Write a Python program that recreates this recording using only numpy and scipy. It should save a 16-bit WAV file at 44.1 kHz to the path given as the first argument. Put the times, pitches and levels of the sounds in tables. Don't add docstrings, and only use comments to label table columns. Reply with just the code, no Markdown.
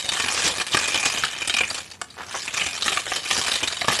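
import sys
import numpy as np
from scipy import signal
from scipy.fft import rfft, irfft, next_fast_len
from scipy.io import wavfile
from scipy.ndimage import map_coordinates

SR = 44100
rng = np.random.default_rng(int(sys.argv[2]) if len(sys.argv) > 2 else 0)


def store_pcm(level_fs):
    pcm = np.round(np.clip(level_fs, -1, 1) * 32767).astype(np.int16)
    wavfile.write(sys.argv[1], SR, np.atleast_2d(pcm).T)


N = 176400

# time in seconds, relative level in dB.
CHATTER_LEVELS = [(.04, -32.5), (.13, -29.5), (.28, -26), (.47, -26), (.52, -29), (.61, -26.5), (.645, -51),
                  (.71, -37.5), (.75, -25.5), (.97, -28.5), (1.07, -27.5), (1.33, -36), (1.79, -34),
                  (1.85, -44.5), (1.94, -45.5), (1.98, -57), (2.14, -50.5), (2.36, -33), (2.52, -39.5),
                  (2.56, -30), (2.71, -33), (2.96, -27.5), (3.03, -36.5), (3.14, -28.5), (3.22, -35.5),
                  (3.33, -23.5), (3.5, -28), (3.69, -31.5), (3.75, -35), (3.87, -36), (3.89, -25.5),
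                  (4.0, -26.5)]
# time in seconds, favoured pitch in Hz, level in dB.
CHATTER_RING = [(.05, 3680, -0.5), (.3, 2620, -13), (.98, 2310, -1), (1.18, 2980, -2), (1.4, 2900, 2.5),
                (1.62, 2580, -7), (2.4, 3100, -11.5), (2.72, 2570, -3), (2.82, 3030, -7.5)]
# start in seconds, relative crack and ring in dB, favoured pitch in Hz.
LINK_CLASHES = [(0.09, -26, -20.5, 3680.0), (0.119, -25.5, -30, 2510.0), (0.136, -25, -31, 3230.0),
                (0.199, -22, -24, 2410.0), (0.284, -22, -26.5, 2330.0), (0.478, -18.5, -35, 3110.0),
                (0.6, -29, -24.5, 2390.0), (0.615, -24, -37, 3830.0), (0.667, -26.5, -39, 2360.0),
                (0.682, -33.5, -34, 3120.0), (0.72, -28, -29, 3890.0), (0.733, -27, -22, 3130.0),
                (0.884, -24.5, -31, 2900.0), (0.945, -22.5, -26, 2540.0), (0.957, -21, -25, 2430.0),
                (1.029, -28.5, -27, 2440.0), (1.055, -17, -35, 2340.0), (1.174, -25.5, -26.5, 3140.0),
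                (1.248, -23, -27, 3030.0), (1.419, -27, -24.5, 2520.0), (1.475, -21.5, -35, 2420.0),
                (1.497, -21, -22, 3560.0), (1.54, -22, -20, 2570.0), (1.566, -22, -21, 2450.0),
                (1.585, -22.5, -20, 2510.0), (1.607, -27.5, -17, 2440.0), (1.635, -44, -22.5, 2450.0),
                (1.702, -29, -27, 4500.0), (1.745, -27.5, -30.5, 2950.0), (1.779, -29, -42, 3260.0),
                (1.914, -37.5, -41, 4800.0), (2.103, -48, -42, 4550), (2.479, -31, -27.5, 2290.0),
                (2.541, -24.5, -29, 2440.0), (2.575, -23.5, -25.5, 2410.0), (2.597, -31, -25, 2430.0),
                (2.614, -30, -20.5, 2470.0), (2.638, -28, -34, 2410.0), (2.663, -23, -34, 2420.0),
                (2.822, -28.5, -23, 3690.0), (2.861, -21.5, -31, 3560.0), (2.88, -28, -22.5, 2390.0),
                (2.924, -28, -23.5, 2710.0), (3.16, -23, -26.5, 2970.0), (3.256, -29.5, -27, 2490.0),
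                (3.464, -27, -27.5, 2370.0), (3.48, -25, -26, 3000.0), (3.516, -28, -20, 3650.0),
                (3.538, -39, -23.5, 3560.0), (3.556, -25, -22, 3900.0), (3.632, -24.5, -19.5, 2960.0),
                (3.675, -25, -21.5, 3840.0), (3.726, -26.5, -31, 3680.0), (3.769, -31, -30, 3800.0),
                (3.812, -28, -26, 3900.0), (3.989, -24, -31, 2350.0)]
# start in seconds, length in seconds, level in dB.
FAST_SWINGS = [(.315, 0.13, -27.5), (.435, 0.051, -20.5), (1.053, 0.041, -24)]
# start in seconds, level in dB.
FOOTFALLS = [(.447, -29), (0.74, -36), (1.059, -29.5), (3.379, -30), (3.626, -30), (3.882, -25.5)]
# start in seconds, relative wood and crack in dB, favoured pitch in Hz.
STICK_BLOWS = [(0.613, -27.5, -36, 1640), (0.746, -16.5, -21, 1350), (0.771, -23, -23, 1900),
               (1.237, -19.5, -43, 2040), (1.609, -26, -42, 1690), (2.015, -29.5, -26.5, 990),
               (2.881, -21.5, -34, 1960), (2.973, -22, -46, 1890), (3.119, -25.5, -36, 1180),
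               (3.31, -21, -20, 2360), (3.817, -25.5, -45, 1630), (3.845, -28, -35, 1240),
               (3.883, -18.5, -21.5, 1750), (3.901, -27, -30, 1600), (3.923, -27.5, -34, 1400)]
# start in seconds, length in seconds, level in dB.
SHOE_SLIDES = [(2.165, 0.078, -34.5), (2.27, 0.097, -41), (2.338, 0.039, -32.5)]
# frequency in Hz, width in Hz, relative level in dB.
STICK_MODES = [(345, 187, -8.5), (747, 75, -3), (1188, 103, -2.5), (1773, 142, 0), (2320, 290, -4.5),
               (3050, 530, -0.5), (3970, 580, -2.5)]
FITTING_MODES = [(2456, 113, 1), (3048, 133, -0.79), (3693, 126, -1.4), (3846, 110, -4), (4620, 140, -2.9)]
# frequency in Hz, width in Hz, relative level in dB.
HIGH_RING_MODES = [(10530, 33, -4), (10940, 9.7, 2)]
# frequency in Hz, relative level in dB.
YARD_COLOUR = [(20, -33), (85, 3), (200, -4), (1000, -14), (4000, -47), (12000, -31)]
CRACK_COLOUR = [(30, -18.5), (90, -3), (145, -14), (200, -6.5), (600, -2.5), (1500, -1), (5200, -0.5),
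                (7500, -2.5), (9800, -9), (11500, -18.5), (13000, -34)]
GRIND_COLOUR = [(300, -9), (5500, 0.5), (8500, -7), (13000, -34)]
THUD_COLOUR = [(25, -49), (80, -5), (150, -7), (330, -4), (900, -13.5), (4000, -39)]
SOLE_COLOUR = [(200, -10), (800, 4), (1500, 4.5), (2800, -7.5), (10000, -30)]

STEEL_FOCUS_DB, WOOD_FOCUS_DB = 32.5, 8.5
STICK_HZ = 1650
DETUNE, MODE_SPREAD_DB = 0.0132, 4
CONTACTS_PER_S, SIZE_SPREAD_DB, CONTACT_T60_S = 3000, 2.5, 0.0038
CHATTER_CRACK_DB, CHATTER_WOOD_DB, BUNCH_SPREAD_DB = -0.5, -9.5, 1.37
HIGH_RINGS_PER_S, HIGH_RING_DB = 200, -18
CLINK_CRACK_DB, CLINK_RING_DB, CLINK_WOOD_DB = -1.5, 0.5, -9.5
KNOCK_WOOD_DB, KNOCK_CRACK_DB = 3.5, -1
FENCE_DELAY_S, FENCE_DB, TAIL_T60_S, TAIL_DB, HUSH_DB = 0.026, -17.5, 0.22, -9.5, -52.5
CEILING, LOW_CUT_HZ, TOP_HZ = 0.59, 23.5, 13350


def amp(db):
    return 10 ** (np.asarray(db) / 20)


def unit_rms(x):
    return x / np.sqrt(np.mean(x ** 2) + 1e-20)


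def colour(points, size=4096):
    hz, db = np.transpose(points)
    grid = np.fft.rfftfreq(size, 1 / SR)
    gain = amp(np.interp(np.log(grid + 1), np.log(hz), db))
    cepstrum = irfft(np.log(gain))
    cepstrum[1:size // 2] *= 2
    cepstrum[size // 2 + 1:] = 0
    response = irfft(np.exp(rfft(cepstrum)))
    return response / np.linalg.norm(response)


def ring(modes, favoured_hz=None, focus_db=0, detune=DETUNE, size=3000):
    t = np.arange(size) / SR
    hz, width, db = np.transpose(modes)[:, :, None]
    if favoured_hz is not None:
        db = db - focus_db * abs(np.log2(hz / favoured_hz))
    shift, gain, side = rng.standard_normal((3, len(modes), 1))
    strength = np.sign(side) * amp(db + MODE_SPREAD_DB * gain) * np.sqrt(width)
    tones = np.sin(2 * np.pi * hz * (1 + detune * shift) * t)
    response = np.sum(strength * np.exp(-np.pi * width * t) * tones, axis=0)
    return response / np.linalg.norm(response)


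def skid(response, size=400):
    fade = amp(-60 * np.arange(size) / SR / CONTACT_T60_S)
    burst = signal.fftconvolve(response, rng.standard_normal(size) * fade)
    return burst / np.linalg.norm(burst)


def excite(force, body, size=800):
    out = np.zeros(N + SR)
    for i in range(0, N, size):
        part = signal.fftconvolve(force[i:i + size], body(i / SR))
        out[i:i + len(part)] += part
    return out[:N]


def bunches(per_s, decay_s, rest_db):
    t = np.arange(N) / SR
    gaps, sizes = rng.standard_normal((2, 1024))
    starts = np.r_[0, np.cumsum(np.exp(gaps / 2) / per_s)]
    last = np.searchsorted(starts, t, side="right") - 1
    bursts = amp(BUNCH_SPREAD_DB * sizes[last]) * np.exp(-(t - starts[last]) / decay_s)
    return unit_rms(bursts + amp(rest_db))


def impacts(starts, levels_db, body, length_s, contacts, fade_db):
    out = np.zeros(N + SR)
    for start, db in zip(starts, levels_db):
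        when = (np.arange(contacts) + rng.random(contacts)) / contacts
        when[0] = 0
        sizes = rng.choice([-1, 1], contacts) * amp(rng.standard_normal(contacts) - fade_db * when)
        force = np.bincount((when * length_s * SR).astype(int), sizes)
        hit = signal.fftconvolve(force, body(start))
        out[int(start * SR):][:len(hit)] += hit * amp(db) * np.sqrt(0.01 * SR) / np.linalg.norm(hit)
    return out[:N]


def friction(strokes, spectrum, grit):
    t = np.arange(N) / SR
    level = np.zeros(N)
    for start, length, db in strokes:
        progress = np.clip((t - start) / length, 0, 1)
        level += amp(db) * np.sqrt(abs(np.sin(np.pi * progress)))
    return signal.fftconvolve(level * grit * rng.standard_normal(N), colour(spectrum))[:N]


def yard_hush():
    return amp(HUSH_DB) * signal.fftconvolve(rng.standard_normal(N), colour(YARD_COLOUR))[:N]


def chain_chatter():
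    t = np.arange(N) / SR
    swing = amp(np.interp(t, *np.transpose(CHATTER_LEVELS)))
    level = swing * bunches(per_s=95, decay_s=0.0052, rest_db=-11)
    touching = rng.random(N) < CONTACTS_PER_S / SR
    crack = colour(CRACK_COLOUR)
    times, hz, ring_db = np.transpose(CHATTER_RING)
    parts = [(CHATTER_CRACK_DB, lambda at: skid(crack)),
             (CHATTER_WOOD_DB, lambda at: ring(STICK_MODES, STICK_HZ, WOOD_FOCUS_DB)),
             (np.interp(t, times, ring_db),
              lambda at: ring(FITTING_MODES, np.interp(at, times, hz), STEEL_FOCUS_DB))]
    out = thin_high_ring(level)
    for db, body in parts:
        sizes = amp(SIZE_SPREAD_DB * rng.standard_normal(N))
        taps = unit_rms(touching * rng.choice([-1, 1], N) * sizes)
        out += excite(amp(db) * level * taps, body)
    return out


def thin_high_ring(level):
    pulses = unit_rms((rng.random(N) < HIGH_RINGS_PER_S / SR) * rng.standard_normal(N))
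    return excite(amp(HIGH_RING_DB) * level * pulses, lambda at: ring(HIGH_RING_MODES))


def chain_clinks():
    starts, crack_db, ring_db, hz = np.transpose(LINK_CLASHES)
    crack = colour(CRACK_COLOUR)
    parts = [(crack_db + CLINK_CRACK_DB, lambda at: skid(crack)),
             (crack_db + CLINK_WOOD_DB, lambda at: ring(STICK_MODES, STICK_HZ, WOOD_FOCUS_DB)),
             (ring_db + CLINK_RING_DB,
              lambda at: ring(FITTING_MODES, np.interp(at, starts, hz), STEEL_FOCUS_DB))]
    return sum(impacts(starts, db, body, length_s=0.011, contacts=9, fade_db=8) for db, body in parts)


def chain_grind(flickers_per_s=200, flicker_db=1.8):
    position = np.arange(N) * flickers_per_s / SR
    flicker = map_coordinates(rng.standard_normal(4096), [position], mode="wrap")
    return friction(FAST_SWINGS, GRIND_COLOUR, grit=unit_rms(amp(flicker_db * flicker)))


def foot_thuds():
    starts, db = np.transpose(FOOTFALLS)
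    return impacts(starts, db, lambda at: colour(THUD_COLOUR), length_s=0.027, contacts=10, fade_db=15.5)


def stick_knocks():
    starts, wood_db, crack_db, hz = np.transpose(STICK_BLOWS)
    parts = [(wood_db + KNOCK_WOOD_DB,
              lambda at: ring(STICK_MODES, np.interp(at, starts, hz), WOOD_FOCUS_DB, detune=0.037)),
             (crack_db + KNOCK_CRACK_DB, lambda at: skid(colour(CRACK_COLOUR)))]
    return sum(impacts(starts, db, body, length_s=0.007, contacts=5, fade_db=9) for db, body in parts)


def shoe_scuffs():
    return friction(SHOE_SLIDES, SOLE_COLOUR, grit=bunches(per_s=170, decay_s=0.0016, rest_db=-14))


def patio(direct):
    fade = amp(-60 * np.arange(SR // 4) / SR / TAIL_T60_S)

    def echoes(at):
        tail = rng.standard_normal(len(fade)) * fade
        response = amp(TAIL_DB) * tail / np.linalg.norm(tail)
        response[int(FENCE_DELAY_S * SR * (1 + rng.random() / 10))] += amp(FENCE_DB)
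        return response
    return direct + excite(direct, echoes, size=2500)


def scene():
    hush = yard_hush()
    staff = chain_clinks() + stick_knocks() + chain_chatter() + chain_grind()
    feet = foot_thuds() + shoe_scuffs()
    return (patio(staff + feet) + hush)[None]


def record(dry):
    rounded = dry / (1 + (dry / CEILING) ** 4) ** (1 / 4)
    size = next_fast_len(N + SR // 2)
    hz = np.fft.rfftfreq(size, 1 / SR)
    passband = hz ** 2 / (hz ** 2 + LOW_CUT_HZ ** 2) * (hz < TOP_HZ)
    return irfft(rfft(rounded, size) * passband, size)[..., :N]


dry = scene()
out = record(dry)
store_pcm(out)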